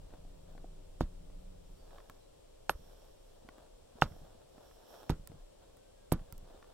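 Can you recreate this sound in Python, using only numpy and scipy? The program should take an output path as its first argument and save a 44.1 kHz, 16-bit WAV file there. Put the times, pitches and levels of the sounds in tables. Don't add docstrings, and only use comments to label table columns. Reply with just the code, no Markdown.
import sys
import numpy as np
from scipy import signal
from scipy.fft import rfft, irfft, next_fast_len
from scipy.io import wavfile
from scipy.ndimage import uniform_filter1d

SR = 44100
rng = np.random.default_rng(int(sys.argv[2]) if len(sys.argv) > 2 else 0)


def bounce(signal):
    frames = np.transpose(np.atleast_2d(signal))
    limited = np.clip(frames, -1, 1)
    pcm = np.round(limited * 32767).astype(np.int16)
    wavfile.write(sys.argv[1], SR, pcm)


N = 296793

# start_s, contact_ms, touch_ahead_ms, touch_db, ground_late_ms, ground_db, fill_db, tyre_db,
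# stone_db, steel_db, steel_t60_s, grit_db, spray_db
BLOWS = [(1.0092, 0.76, 2.5, -67, 28, -29, -29.5, -24.5, -35.5, -70, .04, -51, -57),
         (2.6958, 0.39, 1.22, -19.5, 57.3, -39.5, -48.5, -35, -20, -34.5, 0.06, -47.5, -72),
         (4.0217, 0.38, 6.7, -50, 35, -38.5, -26, -44, -14, -68, .05, -41, -71.5),
         (5.0996, 1.2, 4.1, -27.5, 24, -28.5, -24.5, -24, -21.5, -38.5, 0.024, -47, -76),
         (6.1224, 0.92, 3.1, -27, 22, -30.5, -23, -21.5, -36, -34, 0.038, -46, -35)]


def blows():
    out, t = np.zeros(N), np.arange(N) / SR
    loose, crunch = loose_earth(), grit_noise(0.88, 0.83, 3800, 4000)
    spray, bands = grit_noise(0.1, 0.7, 11000, 7000), settling_bands()
    for (start, contact_ms, ahead_ms, touch_db, late_ms, ground_db, fill_db, tyre_db,
         stone_db, steel_db, steel_t60, grit_db, spray_db) in BLOWS:
        near = slice(int((start - .02) * SR), int((start + .6) * SR))
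        since = t[near] - start
        early = since + ahead_ms / 1000
        out[near] -= packed_tyre(since, fill_db, tyre_db, contact_ms)
        out[near] -= stones(since, stone_db, contact_ms)
        out[near] += db_to_gain(fill_db - 7) * loose[near] * fade(since, .15)
        out[near] += ground(since, late_ms, ground_db)
        out[near] += steel_head(since, steel_db, steel_t60)
        out[near] -= db_to_gain(touch_db) * soften(pebble(early, 0.0043), .1)
        out[near] += db_to_gain(grit_db) * crunch[near] * fade(early, 0.051)
        out[near] += db_to_gain(spray_db) * spray[near] * fade(since, 0.023)
        out[near] += settling(since, [band[near] for band in bands], grit_db)
    return out


# pitch_hz, level_db, t60_s
FILL = [(92, 3.5, 0.052), (146.6, 0.33, 0.075)]
# pitch_hz, level_db, t60_s
TYRE = [(243, -2, 0.055), (321, -5, 0.061), (510, -13.5, 0.018), (615, 7, 0.0067)]


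def packed_tyre(since, fill_db, tyre_db, contact_ms):
    fill = db_to_gain(fill_db) * ring(FILL, since)
    tyre = db_to_gain(tyre_db) * ring(TYRE, since)
    return soften(fill + tyre, contact_ms)


# pitch_hz, level_db, t60_s
STONE = [(824, 7.5, 0.0096), (1286, 4, 0.01015), (1416, -10.5, 0.029), (2750, 5, 0.0073),
         (4210, -26.5, .015), (5800, -24.5, 0.018)]


def stones(since, level_db, contact_ms):
    small = signal.butter(2, 450, "high", fs=SR)
    return soften(db_to_gain(level_db) * signal.lfilter(*small, ring(STONE, since)), contact_ms)


# pitch_hz, level_db, t60_s
GROUND = [(29, 0, .13), (42, 0, .08), (64, -2, .1)]


def ground(since, late_ms, level_db):
    first = db_to_gain(-4.5) * ring(GROUND, since - 0.008)
    main = ring(GROUND, since - late_ms / 1000)
    return soften(db_to_gain(level_db) * (first + main), 14)


# pitch_hz, level_db
STEEL = [(7110, -27), (8770, -13), (11370, -4.5), (12100, -18)]


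def steel_head(since, level_db, t60):
    modes = [(*mode, t60) for mode in STEEL]
    return db_to_gain(level_db) * ring(modes, since) * np.clip(since / 0.0029, 0, 1)


def grit_noise(share, spread_db, hz, width):
    return unit(shape(grains(share, spread_db), peak(hz, width) ** 2))


def loose_earth():
    return grit_noise(0.072, 3, 150, 160)


# pitch_hz, level_db (re the blow's grit), t60_s
SETTLE = [(496, 9.5, 0.056), (1132, 1.5, 0.13), (2200, -13, 0.054), (3800, 0.5, 0.081), (7880, -18, 0.037),
          (13070, -26, 0.074)]


def settling_bands():
    return [grit_noise(0.22, 3.4, hz, 0.67 * hz) for hz, _, _ in SETTLE]


def settling(since, bands, grit_db):
    return sum(db_to_gain(grit_db + db) * band * fade(since, t60)
               for band, (_, db, t60) in zip(bands, SETTLE))


# start_s, fill_db, tyre_db
BOUNCES = [(2.098, -54, -44), (2.795, -52, -70), (2.871, -56, -73), (3.449, -71, -41.5), (3.956, -75, -41),
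           (4.114, -43, -56), (4.217, -48.5, -48), (4.351, -71.5, -45), (5.197, -48, -66),
           (5.299, -44.5, -75), (5.343, -51, -48), (6.213, -46.5, -57.5), (6.327, -46, -67),
           (6.382, -54, -71), (6.429, -50, -63)]


def bounces():
    out, t, loose = np.zeros(N), np.arange(N) / SR, loose_earth()
    for start, fill_db, tyre_db in BOUNCES:
        near = slice(int((start - .02) * SR), int((start + .2) * SR))
        since = t[near] - start
        out[near] -= packed_tyre(since, fill_db, tyre_db, contact_ms=4.8)
        out[near] -= db_to_gain(fill_db - 14.5) * loose[near] * fade(since, 0.27)
    return out


# pitch_hz, left_minus_right_db
SHADE = [(60, -.5), (200, -2.5), (400, -5.5), (700, -4), (1300, -1.5), (2400, -1.5), (4400, -8),
         (8000, -11), (11500, -19), (15000, -19)]
# pitch_hz, lag_rad
LEFT_LAG = [(60, .05), (300, .6), (600, 0.4), (1300, .05), (2300, .05), (4000, 2.38), (16000, 11.7)]


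def place_hits(hits):
    shade, lag = along(SHADE), np.exp(-1j * along(LEFT_LAG))
    left = shape(hits, db_to_gain(shade / 2) * lag)
    right = shape(hits, db_to_gain(-shade / 2))
    return np.array([left, right])


# pitch_hz (before detuning), level_db, t60_share (of the tick's t60)
CLOD = [(320, 2.5, 0.31), (477, -11, 2.2), (675, 0, 0.76), (800, 9.5, 0.43)]


def clod(since):
    return soften(knock(CLOD, since, t60=0.042), 1.89)


# pitch_hz (before detuning), level_db, t60_share (of the knock's t60)
PEBBLE = [(1050, -6, .6), (1350, -6, .5), (1750, -8, .45), (2400, -14, .3), (3200, -13, .3),
          (4400, -15, .25), (5500, -20, .2)]


def pebble(since, t60):
    return knock(PEBBLE, since, t60)


# start_s, clod_db, pebble_db, grit_db, left_minus_right_db (clod and pebble)
TICKS = [(0.106, -62, -56, -76, 2), (0.138, -43.5, -54, -76, 4), (0.552, -45.5, -72, -72, -2),
         (0.579, -48, -52.5, -74, 9.5), (0.644, -40, -67, -74, -4), (1.3, -49.5, -61, -73, 1.5),
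         (1.908, -68, -53, -73, -4), (1.984, -66, -46.5, -72, -2), (2.003, -70, -50, -72, -3),
         (2.098, -49, -41.5, -46, -2), (3.422, -52, -76, -73, -3), (3.489, -43, -41, -56, -3),
         (3.583, -47.5, -52.5, -60, 2), (4.121, -53, -55, -62, -8), (4.165, -48, -72, -71, -3),
         (4.581, -46, -54, -72.5, -6), (4.712, -61, -54, -73, -4), (5.274, -66, -49.5, -36.5, 1),
         (5.318, -44.5, -57, -72, 9), (5.77, -63, -59, -54, 2.5), (6.194, -63.5, -54.5, -69, -5),
         (6.325, -55, -48.5, -35.5, -4), (6.38, -80, -88, -43, -6), (6.507, -46, -62, -72, -3),
         (6.547, -46.5, -75, -73, 3), (6.627, -55, -48, -69, 1), (6.644, -62, -54.5, -71, 1)]


def ticks():
    out, since = np.zeros((2, N + 4096)), np.arange(4096) / SR - .002
    for start, clod_db, pebble_db, grit_db, pan_db in np.vstack([TICKS, stray_ticks()]):
        dull = db_to_gain(clod_db) * clod(since)
        bright = db_to_gain(pebble_db) * soften(pebble(since, t60=0.042), .15)
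        sharp = np.diff(rng.standard_normal(4096), prepend=0)
        click = db_to_gain(grit_db) * sharp * fade(since, 0.0049)
        i = int((start - .002) * SR)
        out[:, i:i + 4096] += (dull + bright) * db_to_gain([[pan_db / 2], [-pan_db / 2]])
        out[:, i:i + 4096] += click * db_to_gain([[-10], [0]])
    return out[:, :N]


def stray_ticks(count=30):
    when = .01 + rng.random(count) * (N / SR - .02)
    luck = rng.standard_normal((count, 4))
    near_db = 20 * np.log10(scuff_gain()[(when * SR).astype(int)]) + 10.5
    levels_db = near_db[:, None] + [0, -11, -16] + 6.5 * luck[:, :3]
    return np.column_stack([when, levels_db, 3 * luck[:, 3]])


# start_s, hold_s, level_db
SCUFFS = [(.12, 0.068, -70), (.5, 0.099, -70.5), (1.89, 0.15, -64), (2.76, 0.27, -68.5), (3.38, 0.21, -67),
          (3.97, 0.14, -64), (4.15, 0.15, -67.5), (4.58, 0.35, -68), (4.92, .12, -64.5),
          (5.31, 0.014, -68.5), (5.62, 0.034, -71), (6.19, 0.55, -70), (6.53, 0.24, -65)]


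def scuff_gain():
    return swells(SCUFFS, rise_db_s=128, fall_db_s=86.5)


# pitch_hz, density_db_per_hz
SLEEVE = [(150, -7.5), (300, 1), (600, 8.5), (1200, -4), (1700, -6.5), (2100, -23.5), (3500, -11),
          (6000, -26)]


def scuffs():
    mid, side = [unit(shape(grains(.05, 2.5), db_to_gain(along(SLEEVE)))) for _ in range(2)]
    pair = mid + 0.6 * side * np.array([[1], [-1]])
    return pair * scuff_gain() * db_to_gain(2.1 * walk(25))


# pitch_hz, width_hz, level_db
GLOVE = [(3270, 800, -1.5), (5510, 500, 4.5), (8000, 11000, -11.5), (11870, 880, -2.5), (14300, 1600, -15)]
# start_s, hold_s, level_db
SLIDES = [(1.75, 0.45, -84), (2.78, 0.3, -77.5), (3.27, 0.046, -83), (4.07, 0.11, -76),
          (4.66, 0.092, -74.5), (4.9, 0.11, -69)]


def glove():
    hiss = band_noise(GLOVE) * db_to_gain(0.4 * walk(20))
    rest = db_to_gain(-83)
    hiss = hiss * (rest + swells(SLIDES, rise_db_s=114, fall_db_s=134))
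    return hiss * db_to_gain([[-12], [3]])


# start_s, length_s, first_pitch_hz, last_pitch_hz, level_db (mid-note, before panning)
BIRD = [(1.75, .14, 4630, 4580, -77.5), (1.85, .15, 4200, 3660, -76), (2.2, .075, 4080, 3900, -79.5),
        (5.77, .15, 1500, 1570, -79), (5.93, .18, 1720, 1520, -79), (6.31, .06, 1400, 1300, -77)]


def bird():
    out, t = 0, np.arange(N) / SR
    for start, length, first_hz, last_hz, db in BIRD:
        part = np.clip((t - start) / length, 0, 1)
        hz = (first_hz + (last_hz - first_hz) * part) * (1 + .007 * walk(200))
        swell_db = -6 * (2 * part - 1) ** 2
        gain = (part > 0) * (part < 1) * db_to_gain(db + swell_db + 2 * walk(60))
        out = out + gain * np.sin(2 * np.pi * np.cumsum(hz) / SR)
    return out * db_to_gain([[-10], [1]])


# pitch_hz, density_db_per_hz
BREEZE = [(12, -7.5), (26, 12), (45, -7.5), (80, -17.5), (160, -24), (300, -58.5)]
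# time_s, level_db
GUSTS = [(0.0, -45), (0.11, -49), (0.3, -47.5), (0.71, -51.5), (1.25, -48.5), (1.78, -52), (2.02, -60.5),
         (2.5, -63), (3.3, -63), (3.65, -66.5), (3.8, -59.5), (3.94, -69.5), (4.8, -70), (6.0, -71.5),
         (6.73, -66)]
# start_s, level_db
RUMBLES = [(2.8, -61), (4.09, -48), (5.2, -48.5), (6.2, -44)]


def breeze_and_rumble():
    mid, side = [unit(shape(rng.standard_normal(N), db_to_gain(along(BREEZE)))) for _ in range(2)]
    pair = (mid + 0.14 * side * np.array([[1], [-1]])) * db_to_gain(0.74 * walk(2.3))
    rumble = swells([(s, 0, db) for s, db in RUMBLES], rise_db_s=150.5, fall_db_s=45)
    return pair * np.hypot(db_to_gain(curve(GUSTS)), rumble)


# pitch_hz, width_hz, level_db (relative)
ENGINE = [(88, 10, -9), (157.9, 9, -6.5), (181.1, 10, -12), (281, 16, -14), (371, 14, -16),
          (609.5, 12, -18)]
# pitch_hz, level_db (re the noise bands)
HUM = [(89.5, -1.), (181., -2.5)]
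# time_s, level_db
DRONE = [(0, -65.5), (.8, -64.5), (1.6, -65), (1.85, -69), (2.1, -90), (6.73, -100)]


def engine():
    turns = np.cumsum(1 + .004 * walk(3.5)) / SR
    hum = sum(db_to_gain(db + 1.3 * walk(6.6)) * np.sin(2 * np.pi * hz * turns) for hz, db in HUM)
    return (band_noise(ENGINE) + hum) * db_to_gain(curve(DRONE))


# pitch_hz, correlation (-1 to 1)
LIKENESS = [(60, .9), (130, 0.83), (290, -0.55), (640, -0.63), (1400, 0.74), (3000, -0.13), (16000, -0.15)]
# pitch_hz, left_minus_right_db
SITE_LEAN = [(60, 0.5), (200, -1.5), (500, 3), (1300, 2), (8000, 2), (15000, -5.5)]
# pitch_hz, density_db_per_hz
SITE = [(40, -4), (100, -12.5), (200, -18.5), (330, -13.5), (550, -7.5), (750, -18.5), (1500, -32),
        (2000, -34), (3200, -29), (6500, -34.5), (7600, -30.5), (9500, -33.5), (11000, -42.5),
        (16000, -47.5)]


def site():
    like, lean = np.clip(along(LIKENESS), -1, 1), along(SITE_LEAN)
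    size = next_fast_len(N)
    mid = rfft(rng.standard_normal(size)) * np.sqrt(1 + like)
    side = rfft(rng.standard_normal(size)) * np.sqrt(1 - like)
    pair = np.array([(mid + side) * db_to_gain(lean / 2), (mid - side) * db_to_gain(-lean / 2)])
    pair = pair * db_to_gain(along(SITE))
    out = 0
    for octave in range(5, 15):
        share = np.cos(np.pi / 2 * np.clip(np.log2(bins()) - octave, -1, 1)) ** 2
        flicker_db = walk(1.2) / octave
        out = out + irfft(pair * share, size)[:, :N] * db_to_gain(flicker_db)
    return unit(out) * db_to_gain(-60.5)


def db_to_gain(db):
    return 10 ** (np.asarray(db) / 20)


def unit(x):
    return x / np.sqrt(np.mean(x ** 2))


def bins():
    return np.arange(next_fast_len(N) // 2 + 1) * SR / next_fast_len(N) + 1


def along(points):
    hz, value = np.transpose(points)
    return np.interp(np.log(bins()), np.log(hz), value)


def shape(x, gain):
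    return irfft(rfft(x, next_fast_len(N)) * gain, next_fast_len(N))[..., :N]


def peak(hz, width):
    f = bins()
    return 1 / np.sqrt(1 + ((f - hz * hz / f) / width) ** 2)


def band_noise(table):
    colour = sum(db_to_gain(db) * peak(hz, width) ** 2 for hz, width, db in table)
    return unit(shape(rng.standard_normal(N), colour))


def curve(table):
    s, level = np.transpose(table)
    return np.interp(np.arange(N) / SR, s, level)


def walk(rate):
    k = int(SR / rate)
    held = np.repeat(rng.standard_normal(N // k + 3), k)
    return 1.99 * uniform_filter1d(uniform_filter1d(held, k), k)[k:N + k]


def grains(share, spread_db):
    size = db_to_gain(spread_db * np.minimum(rng.exponential(size=N), 4))
    return unit(rng.standard_normal(N) * (rng.random(N) < share) * size)


def fade(since, t60):
    return (since >= 0) * db_to_gain(-60 * np.clip(since, 0, None) / t60)


def ring(modes, since):
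    return sum(db_to_gain(db) * fade(since, t60) * np.cos(2 * np.pi * hz * since)
               for hz, db, t60 in modes)


def soften(x, contact_ms):
    push = np.hanning(int(contact_ms * SR / 1000) + 3)
    return np.convolve(x, push / push.sum(), "same")


def knock(modes, since, t60):
    detune = 1 + .08 * rng.standard_normal(len(modes))
    return ring([(hz * d, db, share * t60) for (hz, db, share), d in zip(modes, detune)], since)


def swells(rows, rise_db_s, fall_db_s):
    t, power = np.arange(N) / SR, 0
    for start, hold, db in rows:
        rise_db = rise_db_s * np.clip(start - t, 0, 2)
        fall_db = fall_db_s * np.clip(t - start - hold, 0, 2)
        power = power + db_to_gain(db - rise_db - fall_db) ** 2
    return np.sqrt(power)


def scene():
    hits = place_hits(blows() + bounces())
    handling = scuffs() + glove()
    open_air = breeze_and_rumble() + engine()
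    return hits + ticks() + handling + bird() + open_air + site()


def record(dry):
    return signal.sosfilt(signal.ellip(10, .2, 80, 16000, fs=SR, output="sos"), dry)


dry = scene()
out = record(dry)
bounce(out)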